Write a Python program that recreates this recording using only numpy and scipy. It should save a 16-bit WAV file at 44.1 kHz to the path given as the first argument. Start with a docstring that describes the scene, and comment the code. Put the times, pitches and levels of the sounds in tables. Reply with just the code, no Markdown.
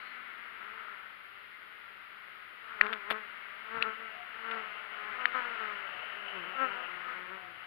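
"""A steady hum of honeybee wings at a garden hive; the microphone is in a small cased camera on the landing board.
Single bees swing close, each wingbeat a snap and a puff of air; the closest blow on the microphone.
Some bump the case or flick it with their wings. The case rings at 1-3 kHz and nearly all sound enters
on the left. Two thin chirps sound above the hum; far off, over the garden's rumble, an engine runs up."""
import sys
import numpy as np
from scipy import signal
from scipy.fft import rfft, irfft
from scipy.io import wavfile
from scipy.ndimage import uniform_filter1d

SR = 44100
rng = np.random.default_rng(int(sys.argv[2]) if len(sys.argv) > 2 else 0)


def unload_audio(sound):
    """Save the sound as a 16-bit wav file, at the path given as the first command line argument."""
    columns = np.transpose(np.atleast_2d(sound))
    # keep every value between -1 and 1, then stretch to whole-number steps
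    steps = np.round(np.clip(columns, -1, 1) * 32767)
    wavfile.write(sys.argv[1], SR, steps.astype(np.int16))


N = 337806
TIME = np.arange(N) / SR

# bees passing the microphone: closest t/s, level/dB, approach/s, retreat/s, wingbeat f/Hz,
# glide/(Hz/s), then rasp/dB, low hum/dB and nasal bite/dB relative to the wing snap
FLY_BYS = [(0.679, -51.5, .11, 0.21, 208, 169, 4, -13, -6),
           (0.839, -54, 0.075, 0.19, 207, -60.5, 6, -18, 3),
           (1.85, -60, 0.061, 0.12, 196.7, 78.5, -11, -17, -2),
           (2.18, -60, 0.071, 0.044, 208, 76.5, 0, -20, -2),
           (2.721, -51, 0.061, 0.12, 225.5, -100, 6.5, -15, -9),
           (2.85, -34, 0.032, 0.042, 211, 1.5, -0.5, -7.5, -12),
           (2.92, -40.5, .035, 0.054, 221, -130, -2.5, -4.5, -12),
           (3.029, -49.5, .06, 0.073, 198.8, 2, -9, -13, -14),
           (3.135, -37.5, .05, 0.054, 214.9, 60.5, -5, -7, -10),
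           (3.762, -36, .044, 0.052, 225, -60, -3, -8.5, -12),
           (3.825, -38, 0.027, 0.025, 234, 0, 3, -11, -1), (3.874, -35, .03, 0.037, 219, 2, -5, -8, -1),
           (4.02, -49.5, .06, 0.071, 222.5, -21.5, -3, -4.5, 3.5),
           (4.54, -38.5, 0.092, 0.092, 225.8, -45, 0, -7.5, -4.5),
           (5.07, -42, 0.12, 0.14, 210.5, -40.5, -18, -19, -6),
           (5.255, -41.5, 0.09, 0.053, 249, -79.5, -3, -14, 3),
           (5.352, -31.5, .008, .065, 254.6, -150, -4.5, -15, -2.5),
           (5.46, -40.5, .06, 0.1, 239, -30.5, -9, -12.5, 1),
           (5.615, -41.5, .04, 0.18, 219, -89, 0.5, -10.5, -1.5),
           (6.22, -55, 0.053, 0.098, 203.5, -3.5, -11, -2, -15),
           (6.367, -45, 0.041, 0.078, 189.6, -260, -11, -2, -17),
           (6.48, -42.5, 0.049, .07, 182.3, 97.5, -18, -11, -13),
           (6.628, -30.5, .036, .038, 262.3, -200, -10, -6, 2),
           (6.669, -40.5, 0.046, 0.16, 203.8, -130, -4.5, -15.5, -5.5),
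           (6.79, -43, .08, 0.067, 246, 99.5, -9, -15, 0),
           (6.931, -47.5, 0.095, 0.17, 179, -20.5, -10, -10, -3),
           (7.10, -45, .04, 0.044, 249.2, -130, 1, -14, 4.5),
           (7.19, -43.5, .1, 0.13, 183.7, -29, -8, -15, -17),
           (7.331, -44, .06, 0.057, 189.3, 38, -8, -7.5, -19),
           (7.47, -54, 0.054, 0.092, 173.2, -32, -11, -5.5, -11)]
# a close bee's wing snap, nasal bite and rasp of air, before the case: f/Hz, level/dB
SNAP_SPECTRUM = [(200, 8), (440, 13.5), (660, -1.5), (1000, 13.5), (1320, 5), (1550, 3), (2200, -2),
                 (3000, -14), (5000, -22.5), (10000, -26)]
BITE_SPECTRUM = [(200, -48), (900, -18.5), (1250, 14), (1460, 6.5), (1650, -27), (3000, -30.5)]
RASP_SPECTRUM = [(200, -0.5), (600, -2), (1400, 4), (2000, -7.5), (3000, -13), (5000, -10.5), (10000, -30)]
# round hum of the wing stroke: multiple of the wingbeat, level/dB
STROKE_HARMONICS = [(1, 0.5), (2, 4.5), (3, -2)]
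# bodies bumping the case: t/s, peak/dB, ring f/Hz, rebound relative level/dB, rebound ring f/Hz
BODY_BUMPS = [(2.812, -1, 1960, -4.5, 1910), (3.825, -10, 2640, -5.5, 4100),
              (5.2556, -4.5, 1860, -17, 3500)]
# wing tips on the case: hardest t/s, strikes before, strikes after (both rounded), peak/dB,
# typical ring f/Hz, tick relative level/dB
WING_FLICKS = [(2.8667, 0, -0.5, -20, 2080, -41), (2.9331, 1, 1, -14.5, 2360, -34),
               (3.108, 1, 2, -11, 1950, -25.5), (3.1252, 1, 0, -18.5, 1810, -26),
               (3.8222, 1, 3.5, -23.5, 2300, -45), (4.513, 0, 0.77, -22, 2500, -33),
               (5.3423, 0, 1, -31, 1660, -47)]
# wall modes that every contact rings: f/Hz, width/Hz, level/dB
WALL_MODES = [(2200, 220, -31), (3500, 374, -12), (4230, 1020, -10.5)]
# a contact's tick, ring and scuff, before the case: f/Hz, level/dB
TICK_SPECTRUM = [(1000, -52), (5000, -19.5), (7000, -2.5), (10000, -4.5), (12500, -0.5), (14500, -16),
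                 (15500, -15.5)]
RING_SPECTRUM = [(500, 4), (1600, -7.5), (4500, -7.5), (9000, 11)]
SCUFF_SPECTRUM = [(100, 5.5), (1000, -11.5), (3000, 14), (4500, 15.5), (10000, -34), (15000, -45.5)]
# the crowd at the entrance: t/s, level/dB before CROWD_GAIN_DB
CROWD_LEVELS = [(0.0, -46.5), (0.92, -49), (1.26, -52), (2.64, -51), (2.86, -47), (4.35, -47), (4.48, -45),
                (4.88, -45), (5.42, -41), (6.14, -45), (6.78, -45), (7.1, -43.5), (7.36, -49.5),
                (7.66, -49.5)]
# its massed wings, before the case: f/Hz, level/dB
CROWD_SPECTRUM = [(120, -8.5), (190, 2), (260, 7), (390, 0.5), (800, -4.5), (1350, 0.5), (1700, -5),
                  (2100, 0), (2500, -10), (3100, -11), (5000, -14), (10000, -37)]
# wing draughts on the microphone: t/s, half length/s, level/dB
WING_DRAUGHTS = [(2.82, 0.022, -75), (3.78, 0.029, -52.5), (3.887, 0.034, -60), (4.557, .05, -79)]
# their soft rumble, before the case: f/Hz, level/dB
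DRAUGHT_SPECTRUM = [(20, -20), (60, -4), (120, -1), (200, -0.5), (500, -24), (1500, -65)]
# thin chirps: t/s, half length/s, level/dB, centre f/Hz, width/Hz
HIGH_CHIRPS = [(0.04, 0.13, -62.5, 4150, 452), (6.282, 0.012, -39, 2980, 200)]
# the far machine swelling and receding: t/s, relative level/dB
MACHINE_SWELL = [(0, -35), (3.2, -17), (3.95, -8), (5.8, -1), (6.75, 2.5), (7.15, -10.5), (7.66, -9.5)]
# its engine's strongest lines: multiple of the cycle rate, level/dB
ENGINE_LINES = [(3, -14.5), (4, -14.5), (16, -16.5), (18, -4.5), (20, 5), (22, -7), (24, -10.5), (26, -19),
                (28, -16.5)]
# machine whirr, garden rumble and microphone hiss, before the case: f/Hz, level/dB
WHIRR_SPECTRUM = [(200, -10.5), (600, 5), (1000, -2.5), (1400, -14.5), (2200, -20.5), (2650, -2.5),
                  (3050, -0.5), (3300, -15.5), (4500, -24), (10000, -30.5)]
GARDEN_SPECTRUM = [(20, -18.5), (42, -10), (85, 2), (130, -1.5), (300, -9), (800, -23), (3000, -45)]
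HISS_SPECTRUM = [(20, 5.5), (1000, -4.5), (5000, 3.5), (12000, 0), (15500, -6)]
# what the case passes to the microphone, with a dead band above its resonances: f/Hz, level/dB
CASE_RESPONSE = [(150, -33), (500, -18.5), (1000, -12), (1320, -3), (1620, -1.5), (2030, -4), (2420, -4),
                 (2900, -4.5), (3500, -12.5), (5000, -27.5), (6000, -49.5), (6900, -39), (8200, -48.5),
                 (9700, -27.5), (13000, -25)]

FALL_DB, LOST_AT = 44, 3.3  # fall per tenfold distance; distance at which the crowd hides a bee
SAG_SHARE = .06  # the wings slow away from the case
PITCH_WAVER, PITCH_TURNS_PER_S = .008, 18
REBOUND_S, BUMP_WIDTH_HZ, BUMP_TICK_DB = .0016, 420, -49
FLICK_RATE_HZ, FLICK_WIDTH_HZ, FLICK_FADE_DB = 225.2, 1140, 3.5  # fade per strike from the hardest
IDLE_HZ, RUN_HZ = 30.82, 36.6  # engine cycle rates
RUN_UP_MIDDLE_S, RUN_UP_S, RUN_UP_DB = 3.6, .62, 21
ENGINE_DB, WHIRR_DB, ENGINE_SWELL_SHARE = -55.5, -45.5, .41  # the engine swells less than the whirr
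CROWD_GAIN_DB, GARDEN_DB, HISS_DB, RIGHT_DB, TOP_HZ = 4.5, -66, -58, -53, 15550


def near_bee(closest_s, level_db, approach_s, retreat_s, wingbeat_hz, glide_hz_per_s,
             rasp_db, hum_db, bite_db, flutter=.005, uneven_db=1.2, puff_focus=1.3, near_field=.4):
    """Close on the microphone: each wingbeat snaps and sheds a puff of air; the stroke itself hums."""
    since = TIME - closest_s
    # a straight path; distance is 1 at the closest point
    distance = np.hypot(1, since / np.where(since < 0, approach_s, retreat_s))
    heard = distance < LOST_AT
    t, distance = since[heard], distance[heard]
    distance_db = -FALL_DB * np.log10(distance)
    hz = (wingbeat_hz + glide_hz_per_s * t) * (1 - SAG_SHARE * (1 - 1 / distance))
    waver = 1 + flutter * walk(89.15, N)[heard] + PITCH_WAVER * walk(PITCH_TURNS_PER_S, N)[heard]
    phase = np.cumsum(hz * waver) / SR
    angle = 2 * np.pi * phase
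    strokes = beats(phase) * undb(uneven_db * walk(150, N)[heard])
    snap = through_case(strokes, SNAP_SPECTRUM) + undb(bite_db) * through_case(strokes, BITE_SPECTRUM)
    puffs = rng.standard_normal(N)[heard] * np.exp(puff_focus * np.cos(angle))
    rasp = through_case(puffs, RASP_SPECTRUM)
    hum = unit(sum(undb(db) * np.cos(round(k) * angle) for k, db in STROKE_HARMONICS))
    hum *= undb(near_field * distance_db)  # near-field air motion falls off faster than the buzz
    fade = np.minimum(LOST_AT - distance, 1)
    out = np.zeros(N)
    out[heard] = (snap + undb(rasp_db) * rasp + undb(hum_db) * hum) * undb(level_db + distance_db) * fade
    return out


def contacts(ring_spread=.36):
    """A body lands and rebounds, a wing strikes once a beat: t/s, peak/dB, f/Hz, width/Hz, tick/dB."""
    for s, db, hz, rebound_db, rebound_hz in BODY_BUMPS:
        yield s, db, hz, BUMP_WIDTH_HZ, BUMP_TICK_DB
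        yield s + REBOUND_S, db + rebound_db, rebound_hz, BUMP_WIDTH_HZ, BUMP_TICK_DB
    for s, before, after, db, hz, tick_db in WING_FLICKS:
        for k in range(-round(before), round(after) + 1):
            ring_hz = hz * np.exp(ring_spread * rng.standard_normal())
            yield s + k / FLICK_RATE_HZ, db - abs(k) * FLICK_FADE_DB, ring_hz, FLICK_WIDTH_HZ, tick_db


def case_taps(size=2048, scuff_db=-15, scuff_s=.0026, contact_s=.00028):
    """Right on the case: each contact ticks, rings the wall and scuffs along it for a few milliseconds."""
    out, t = np.zeros(N + size), np.arange(size) / SR
    tick = through_case(1. * (t == 0), TICK_SPECTRUM)
    press = 1 - np.exp(-t / contact_s)  # a soft body takes a moment to press home
    wall = sum(undb(db) * damped(t, hz, width_hz) for hz, width_hz, db in WALL_MODES)
    for s, db, hz, width_hz, tick_db in contacts():
        ring = through_case(press * (damped(t, hz, width_hz) + wall), RING_SPECTRUM)
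        scuff = through_case(rng.standard_normal(size) * np.exp(-t / scuff_s), SCUFF_SPECTRUM)
        tap = ring + undb(scuff_db) * scuff + undb(tick_db) * tick
        at = int((s - contact_s) * SR)
        out[at:at + size] += undb(db) * tap / np.abs(tap).max()
    return out[:N]


def crowd(count=14, wingbeat_hz=205, spread=.085, flutter=.012, roam_db=3, air_db=-5):
    """Further off, at the entrance: bees drift in wingbeat and distance over the rush of their wings."""
    clicks = np.zeros(N)
    for _ in range(count):
        hz = wingbeat_hz * np.exp(spread * walk(rng.uniform(2, 5), N) + flutter * walk(40, N))
        clicks += beats(rng.random() + np.cumsum(hz) / SR) * undb(roam_db * walk(4, N))
    # the crowd as a whole stays steady while its members come and go
    clicks /= np.sqrt(uniform_filter1d(clicks ** 2, SR // 4) + 1e-12)
    wings = clicks + undb(air_db) * rng.standard_normal(N)
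    return through_case(wings, CROWD_SPECTRUM) * undb(level_curve(CROWD_LEVELS) + CROWD_GAIN_DB)


def camera_sway(start_s=2.813, gain_db=-47):
    """The hardest bump rocks the camera on the board: one slow, quickly damped sway."""
    return undb(gain_db) * damped(np.maximum(TIME - start_s, 0), hz=30, width_hz=26)


def draughts():
    """The closest wings blow softly on the microphone."""
    gusts = sum(undb(db) * swell(s, half_s) for s, half_s, db in WING_DRAUGHTS)
    return gusts * through_case(rng.standard_normal(N), DRAUGHT_SPECTRUM)


def chirps():
    """Thin chirps above the hum, each a short swell of narrow-band noise."""
    out = np.zeros(N)
    for s, half_s, db, hz, width_hz in HIGH_CHIRPS:
        band = signal.butter(2, [hz - width_hz / 2, hz + width_hz / 2], "bandpass", fs=SR, output="sos")
        out += unit(signal.sosfilt(band, rng.standard_normal(N))) * undb(db) * swell(s, half_s)
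    return out


def far_machine(line_waver_db=6.5, whirr_waver_db=2.2, speed_waver=.008):
    """Far away, an engine runs up from idle and grows louder; its lines and whirr waver in the air."""
    swell_db = level_curve(MACHINE_SWELL)
    revs = (1 + np.tanh((TIME - RUN_UP_MIDDLE_S) / RUN_UP_S)) / 2
    hz = IDLE_HZ + (RUN_HZ - IDLE_HZ) * revs
    angle = 2 * np.pi * np.cumsum(hz * (1 + speed_waver * walk(25, N))) / SR
    lines = sum(undb(db + line_waver_db * walk(12, N)) * np.sin(round(k) * angle)
                for k, db in ENGINE_LINES)
    engine = unit(lines) * undb(ENGINE_DB + RUN_UP_DB * (revs - 1) + ENGINE_SWELL_SHARE * swell_db)
    whirr = through_case(rng.standard_normal(N), WHIRR_SPECTRUM)
    return engine + whirr * undb(WHIRR_DB + swell_db + whirr_waver_db * walk(16, N))


def garden_rumble():
    """Low outdoor rumble behind everything."""
    return undb(GARDEN_DB) * through_case(rng.standard_normal(N), GARDEN_SPECTRUM)


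def through_case(x, spectrum, size=2048):
    """Give x a source spectrum and the ringing of the case around the microphone; rms 1."""
    log_hz = np.log(np.arange(size // 2 + 1) * SR / size + 1)
    shapes = np.transpose(spectrum), np.transpose(CASE_RESPONSE)
    db = sum(np.interp(log_hz, np.log(hz), levels) for hz, levels in shapes)
    # minimum phase: the ringing follows its cause
    cepstrum = irfft(np.log(undb(db)))
    cepstrum[1:size // 2] *= 2
    cepstrum[size // 2 + 1:] = 0
    ringing = irfft(np.exp(rfft(cepstrum)))
    return unit(signal.fftconvolve(x, ringing)[:len(x)])


def beats(phase):
    """One click at each whole turn of the phase, shared between two samples."""
    at = np.flatnonzero(np.diff(np.floor(phase)))
    late = phase[at + 1] % 1 / (phase[at + 1] - phase[at])
    clicks = np.zeros(len(phase))
    clicks[at], clicks[at + 1] = late, 1 - late
    return clicks


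def damped(t, hz, width_hz):
    """The free ring of one resonance."""
    return np.exp(-np.pi * width_hz * t) * np.sin(2 * np.pi * hz * t)


def swell(s, half_s):
    """A smooth swell around the time s."""
    return np.exp(-((TIME - s) / half_s) ** 2)


def walk(rate, size):
    """Smooth random drift with about `rate` turns a second and a spread near 1."""
    hold = max(int(SR / rate), 2)
    steps = np.repeat(rng.standard_normal(size // hold + 1), hold)
    return 1.2 * uniform_filter1d(steps, hold)[:size]


def level_curve(rows):
    """Join rows of t/s, level/dB with straight lines."""
    return np.interp(TIME, *np.transpose(rows))


def undb(db):
    """Decibels to gain."""
    return 10 ** (np.asarray(db) / 20)


def unit(x):
    """Scale to rms 1."""
    return x / np.sqrt(np.mean(x ** 2))


def scene():
    """The hive and garden from the landing board; the right channel is almost deaf."""
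    bees = sum(near_bee(*bee) for bee in FLY_BYS) + crowd()
    sound = bees + case_taps() + camera_sway() + draughts() + chirps() + far_machine() + garden_rumble()
    return np.array([sound, undb(RIGHT_DB) * sound])


def record(dry):
    """The camera adds its own faint hiss to each channel and cuts the top."""
    hiss = np.array([through_case(rng.standard_normal(N), HISS_SPECTRUM) for _ in dry])
    top_cut = signal.ellip(10, .2, 70, TOP_HZ, fs=SR, output="sos")
    return signal.sosfilt(top_cut, dry + undb(HISS_DB) * hiss)


dry = scene()
out = record(dry)
unload_audio(out)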